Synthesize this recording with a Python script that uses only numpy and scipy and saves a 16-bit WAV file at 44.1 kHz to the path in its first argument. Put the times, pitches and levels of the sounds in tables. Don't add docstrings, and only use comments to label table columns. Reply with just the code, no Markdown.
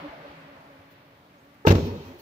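import sys
import numpy as np
from scipy import signal
from scipy.fft import rfft, irfft, next_fast_len
from scipy.io import wavfile
from scipy.ndimage import uniform_filter1d

SR = 44100
rng = np.random.default_rng(int(sys.argv[2]) if len(sys.argv) > 2 else 0)


def bounce(signal):
    frames = np.transpose(np.atleast_2d(signal))
    limited = np.clip(frames, -1, 1)
    pcm = np.round(limited * 32767).astype(np.int16)
    wavfile.write(sys.argv[1], SR, pcm)


def nominal_scale(level):
    x = np.asarray(level, float) / 20
    return 10 ** x


N = 97681
T, SIZE = np.arange(N) / SR, 2 * next_fast_len(N, True)
HZ = np.maximum(np.arange(SIZE // 2 + 1) * SR / SIZE, 1.)
TOP_HZ = 15700


# t/s, level/dB, contact/ms, direction (signed share)
SHELL_BLOWS = [(1.6700, -1, 2.4, -1), (1.6735, -1, 1.2, 0.7), (1.6755, -5, 1.6, 0.7),
               (1.6773, -1, 1.9, -0.8), (1.684, -4, 2.15, 0.23), (1.693, -8, 2.03, 1),
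               (1.6995, -7, 5, -0.96), (1.7052, -0.5, 2.5, 1), (1.7094, -3, 1.8, -0.75),
               (1.7120, -5, 1.6, -0.7), (1.716, -14.5, 2.1, 0.92), (1.719, -5.5, 1.75, -0.98),
               (1.7267, -3.5, 2.2, 1), (1.7352, -8, 2.5, 1), (1.7517, -9, 2.3, -1), (1.7566, -7, 3, 1),
               (1.7685, -15, 2, 1), (1.7828, -11, 2.1, 1)]
# f/Hz, level/dB, t60/s
SHELL_MODES = [(102, 2, 0.074), (150, -51, 0.082), (195.3, -4.5, 0.1), (213, -21, 0.13), (262, -10, 0.059),
               (339, -6, 0.074), (447, -41, 0.11), (467, 4, 0.039), (515, -17, 0.11), (620, -2.5, 0.095),
               (686, -9, 0.26), (907, -10, 0.027)]


def shell():
    force, slap = 0, 0
    for s, db, ms, way in SHELL_BLOWS:
        blow = way * push(s, db, ms)
        force = force + blow
        slap = slap + ms * SR / 1571 * blow
    slap = signal.sosfilt(signal.butter(1, 110., "high", fs=SR, output="sos"), slap)
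    return nominal_scale(-11) * ring(force, SHELL_MODES) + nominal_scale(2.5) * slap


# t/s, level/dB
LATCH_CLICKS = [
    (1.6735, -22),
    (1.6785, -24),
    (1.6848, -23),
    (1.6935, -22),
    (1.6975, -32),
    (1.7056, -34),
    (1.7095, -33),
    (1.722, -36),
    (1.7515, -39),
]
# f/Hz, level/dB, t60/s
LATCH_MODES = [(1350, -5, .025), (1620, 0, .035), (2200, -8, .02), (2750, -1, .025), (3600, -9, .012),
               (4500, -15, .01)]
# f/Hz, level/dB, t60/s
BITE_MODES = [(900, -2, .04), (1600, -5, .025), (2700, 0, .016), (3800, -9, .012)]


def latch():
    clicks = sum((-1) ** k * push(s, db, 0.087) for k, (s, db) in enumerate(LATCH_CLICKS))
    bite = push(1.6716, -11, 0.095)
    return ring(clicks, LATCH_MODES) + ring(bite, BITE_MODES)


# t/s, level/dB
SEAL_TOUCHES = [
    (1.6498, -16.5),
    (1.6522, -15),
    (1.6546, -21),
    (1.657, -27),
]
# f/Hz, level/dB, t60/s
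TRIM_MODES = [(441, -3.5, 0.048), (894, -13.5, 0.088), (1280, -18.5, 0.037), (1820, -15, 0.017)]


def trim():
    return ring(sum(push(s, db, 0.28) for s, db in SEAL_TOUCHES), TRIM_MODES)


# t/s, level/dB
PUFF_EFFORT = [(1.657, -50), (1.666, -35), (1.674, -23), (1.6865, -27), (1.690, -29), (1.696, -29),
               (1.702, -33), (1.707, -24), (1.724, -34.5), (1.74, -56), (1.754, -40), (1.78, -60)]
# f/Hz, level/dB
PUFF_COLOUR = [(410, -26), (700, -28.5), (874, -8.5), (1190, -19), (2750, -18.5), (6180, -26), (9750, -49),
               (12200, -38), (15800, -36.5)]


def puff():
    effort_db = np.interp(T, *np.array(PUFF_EFFORT).T, left=-140, right=-140)
    grain_db = 3.1 * walk(300)
    colour = nominal_scale(on_log(PUFF_COLOUR, HZ)) * np.minimum(HZ / 700, 1) ** 4
    return nominal_scale(effort_db + grain_db) * unit(shape(pair(), colour))


# t/s, length/s, f/Hz, level/dB
SETTLING = [(1.805, .03, 85, -29), (1.83, .035, 150, -30), (1.965, .025, 200, -38), (2.07, .03, 90, -45),
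            (1.82, .025, 420, -32), (1.87, .03, 400, -37), (2.01, .015, 420, -42), (1.90, .025, 930, -46),
            (1.885, .04, 240, -34), (1.925, .03, 100, -36), (1.925, .03, 420, -39), (1.96, .025, 490, -41),
            (1.995, .04, 150, -40), (2.03, .03, 400, -45), (1.97, .025, 3850, -58), (2.2, .02, 4400, -60),
            (1.755, .012, 3600, -44), (2.10, .045, 260, -43), (2.15, .04, 350, -48)]


def settle():
    return swells(SETTLING)


# f/Hz, t60/s
WALL_DECAY = [(60, .7), (120, .7), (250, .85), (500, .75), (1000, .5), (3500, .45), (8000, .45),
              (15000, .4)]
# f/Hz, level/dB
WALL_COLOUR = [(60, -1.5), (100, -8), (200, 1), (450, 0), (1000, -4.5), (4000, -4), (8000, -4),
               (15000, 5.5)]
# f/Hz, level/dB
FAR_COLOUR = [(250, -15), (700, -3), (1500, -1), (4000, -0.5), (8000, -3.5), (15000, -0.5)]


def walls(x):
    gap_s, far_t60_s = 0.016, 1.51
    echoes, noise = 0, pair()
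    for hz in OCTAVES:
        near = nominal_scale(on_log(WALL_COLOUR, hz)) * unit(fade(T, on_log(WALL_DECAY, hz)))
        far = nominal_scale(on_log(FAR_COLOUR, hz)) * unit(fade(T, far_t60_s))
        lumps = nominal_scale(2.5 * walk(45))
        echoes = echoes + lumps * shape(noise, octave(hz)) * np.hypot(near, far) / np.sqrt(N)
    onset = np.clip(T / gap_s - 1, 0, 1)
    return nominal_scale(-9) * shape(x, rfft(echoes * onset, SIZE))


# t/s, length/s, level/dB
HAND_RUSTLES = [
    (.92, .04, -65),
    (1.452, .012, -70),
    (1.545, .025, -70),
    (1.865, .025, -55),
    (2.08, .05, -65),
    (2.2, .024, -55),
]
# f/Hz, level/dB
RUSTLE_COLOUR = [(700, -30), (2000, -8), (6000, -8), (9000, -18), (14500, 0)]


def rustles():
    hiss = unit(shape(pair(), nominal_scale(on_log(RUSTLE_COLOUR, HZ)) * (HZ < TOP_HZ)))
    return hiss * sum(nominal_scale(db) * bump(s, length) for s, length, db in HAND_RUSTLES)


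def squeak():
    start_s, length_s, low_hz, rise_hz = 1.372, .045, 5600, 3000
    progress = np.clip((T - start_s) / length_s, 0, 1)
    phase = 2 * np.pi * np.cumsum(low_hz + rise_hz * progress + 230.0 * walk(370)) / SR
    level = nominal_scale(-76 + 3. * walk(100)) * bump(start_s + length_s / 2, length_s * 1.5)
    return level * np.sin(phase)


# t/s, level/dB
RECEDING = [(0, -51), (.3, -56), (.6, -60.5), (.9, -64), (1.2, -70), (1.6, -74)]
# f/Hz, level/dB
WASH_COLOUR = [(30, -21), (150, -6.5), (400, -8.5), (600, -4.5), (1000, -6), (2200, -10.5), (4500, -24.5),
               (8000, -44.5)]
# f/Hz, width/Hz, level/dB
DRONE_BANDS = [(158.3, 13, -2.5), (567, 24, -4), (604, 180, 1.5), (860, 20, -3), (1169, 38, -5)]


def vehicle():
    wash = nominal_scale(7.5) * patchy(WASH_COLOUR, 1.34)
    drone = 0
    for hz, width, db in DRONE_BANDS:
        drone = drone + nominal_scale(db + 1.6 * walk(24.7)) * narrow(hz, width)
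    return nominal_scale(np.interp(T, *np.array(RECEDING).T)) * (wash + nominal_scale(-4) * drone)


# t/s, f/Hz, level/dB
HUM_TRACK = [(0.12, 285.7, -60), (0.24, 291.0, -57.5), (0.278, 290.8, -50.5), (0.384, 283.0, -62),
             (0.414, 281.0, -55), (0.438, 281.7, -66), (0.456, 279.1, -56.5), (0.632, 278.7, -65),
             (0.72, 278.9, -58), (0.792, 278.4, -64), (0.8, 280.0, -61), (1.146, 275.1, -67),
             (1.268, 297.3, -70), (1.36, 281.8, -59), (1.406, 271.4, -66.5), (1.486, 283.7, -59.5),
             (1.558, 287.9, -65), (1.63, 279.1, -61)]
# multiple (of the pitch), level/dB
HUM_OVERTONES = [(1, 0), (2, -5), (3, -20), (4, -11)]


def hum():
    s, hz, db = np.array(HUM_TRACK).T
    pitch = np.interp(T, s, hz) * (1 + 0.0163 * walk(39.72))
    phase = 2 * np.pi * np.cumsum(pitch) / SR
    level_db = np.interp(T, s, db)
    tone = sum(nominal_scale(level_db + rel + 2.2 * walk(25.2)) * np.sin(k * phase) for k, rel in HUM_OVERTONES)
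    return np.sqrt(2) * tone


# t/s, length/s, f/Hz, level/dB
FAR_KNOCKS = [(.06, .05, 295, -38), (.05, .03, 565, -42), (.035, .03, 160, -48), (.135, .02, 670, -43),
              (.255, .025, 572, -41.5), (.32, .035, 835, -53), (.80, .025, 100, -53), (.42, .03, 2600, -62),
              (.012, .03, 2200, -56), (.115, .03, 1980, -56), (.1, .025, 860, -52), (.2, .025, 870, -52),
              (.09, .025, 60, -52), (.38, .02, 150, -54), (.45, .02, 150, -55), (1.35, .025, 160, -59),
              (.215, .02, 150, -54), (.3, .025, 70, -53), (.5, .03, 585, -52), (.615, .025, 880, -56)]


def knocks():
    return swells(FAR_KNOCKS)


# f/Hz, level/dB
FLOOR_COLOUR = [(30, -24), (70, -11), (130, -7), (220, -12), (400, -15), (700, -15), (2000, -19),
                (5000, -32), (8000, -42.5)]
# f/Hz, level/dB
HISS_COLOUR = [(4000, 0), (7500, -19), (10000, -16), (12500, -9), (15000, -4)]


def quiet():
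    fizz_s, fizz_t60_s = 1.74, 6.
    fizz = nominal_scale(-64 + 2.2 * walk(12.07)) * (T > fizz_s) * fade(T - fizz_s, fizz_t60_s)
    hiss = unit(shape(pair(), nominal_scale(on_log(HISS_COLOUR, HZ)) * (HZ < TOP_HZ)))
    return nominal_scale(-57) * patchy(FLOOR_COLOUR, 1.7) + (nominal_scale(-69.5 + 0.23 * walk(12)) + fizz) * hiss


def push(s, db, ms):
    u = (T - s) / ms * 1000
    return nominal_scale(db) * np.sin(np.pi * np.clip(u, 0, 1)) * np.pi / 2 / (ms * SR / 1000)


def ring(x, modes):
    response = 0
    for k, (hz, db, t60) in enumerate(modes):
        response = response + (-1) ** k * nominal_scale(db) * np.sin(2 * np.pi * hz * T) * fade(T, t60)
    return shape(x, rfft(response, SIZE))


def fade(t, t60):
    return 1000. ** (-t / t60)


def bump(s, length):
    return np.exp(-((T - s) / length * 2) ** 2)


def swells(table):
    bursts = sum(nominal_scale(db) * bump(s, length) * np.sin(2 * np.pi * hz * (T - s)) for s, length, hz, db in table)
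    return np.sqrt(2) * bursts


# f/Hz, coherence (held to 0-1)
PORT_LIKENESS = [(60, 0.4), (250, 2.4), (500, 1.05), (1000, 0.1855), (2500, 0), (9000, -2.4)]
LATE = np.exp(-2j * np.pi * HZ * 0.0004015 * HZ / (HZ + 370.0))


def pair():
    c = np.clip(on_log(PORT_LIKENESS, HZ), 0, 1)
    mid = rfft(rng.standard_normal(SIZE)) * np.sqrt((1 + c) / 2)
    side = rfft(rng.standard_normal(SIZE)) * np.sqrt((1 - c) / 2)
    return irfft(np.array([(mid + side) * LATE, mid - side]), SIZE)[:, :N]


def narrow(hz, width):
    return unit(shape(pair(), 1 / (1 + (2 * (HZ - hz) / width) ** 2)))


OCTAVES = 30 * 2 ** np.arange(0, 10)


def octave(hz):
    return np.cos(np.pi / 2 * np.clip(np.log2(HZ / hz), -1, 1)) ** 2


def patchy(colour, flicker_db):
    noise = shape(pair(), nominal_scale(on_log(colour, HZ)))
    return unit(sum(nominal_scale(flicker_db * walk(14.65)) * shape(noise, octave(hz)) for hz in OCTAVES))


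def walk(rate):
    k = int(SR / rate)
    steps = np.repeat(rng.standard_normal(N // k + 1), k)
    return unit(uniform_filter1d(uniform_filter1d(steps, k), k)[:N])


def on_log(table, hz):
    x, y = np.array(table).T
    return np.interp(np.log(hz), np.log(x), y)


def shape(x, gain):
    return irfft(rfft(x, SIZE) * gain, SIZE)[..., :N]


def unit(x):
    return x / np.sqrt(np.mean(x ** 2))


# f/Hz, level/dB
LEFT_EXCESS = [(60, 0.5), (300, -0.5), (700, -2), (1290, 11), (2400, 5), (4400, 6.5), (8100, 2.5),
               (15000, 15)]


def scene():
    body, steel, air = shell() + trim(), latch(), puff()
    half = nominal_scale(on_log(LEFT_EXCESS, HZ) / 2)
    tones = body + steel + settle() + knocks() + hum()
    near = shape(tones, np.array([half * LATE, 1 / half])) + shape(air, np.array([half, 1 / half]))
    echoes = walls(body + nominal_scale(-15) * steel + air[1])
    return near + echoes + vehicle() + rustles() + squeak() + quiet()


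def band_limit(x):
    return signal.sosfilt(signal.butter(12, 16000, fs=SR, output="sos"), x)


def record(dry):
    ceiling, edge_hz = 1.15, 120
    dry = signal.sosfilt(signal.butter(2, 45., "high", fs=SR, output="sos"), dry)
    dry = dry / (1 + (np.abs(dry) / ceiling) ** 4) ** (1 / 4)
    mix = shape(dry, np.clip((TOP_HZ - HZ) / edge_hz, 0, 1))
    return band_limit(mix)


dry = scene()
out = record(dry)
bounce(out)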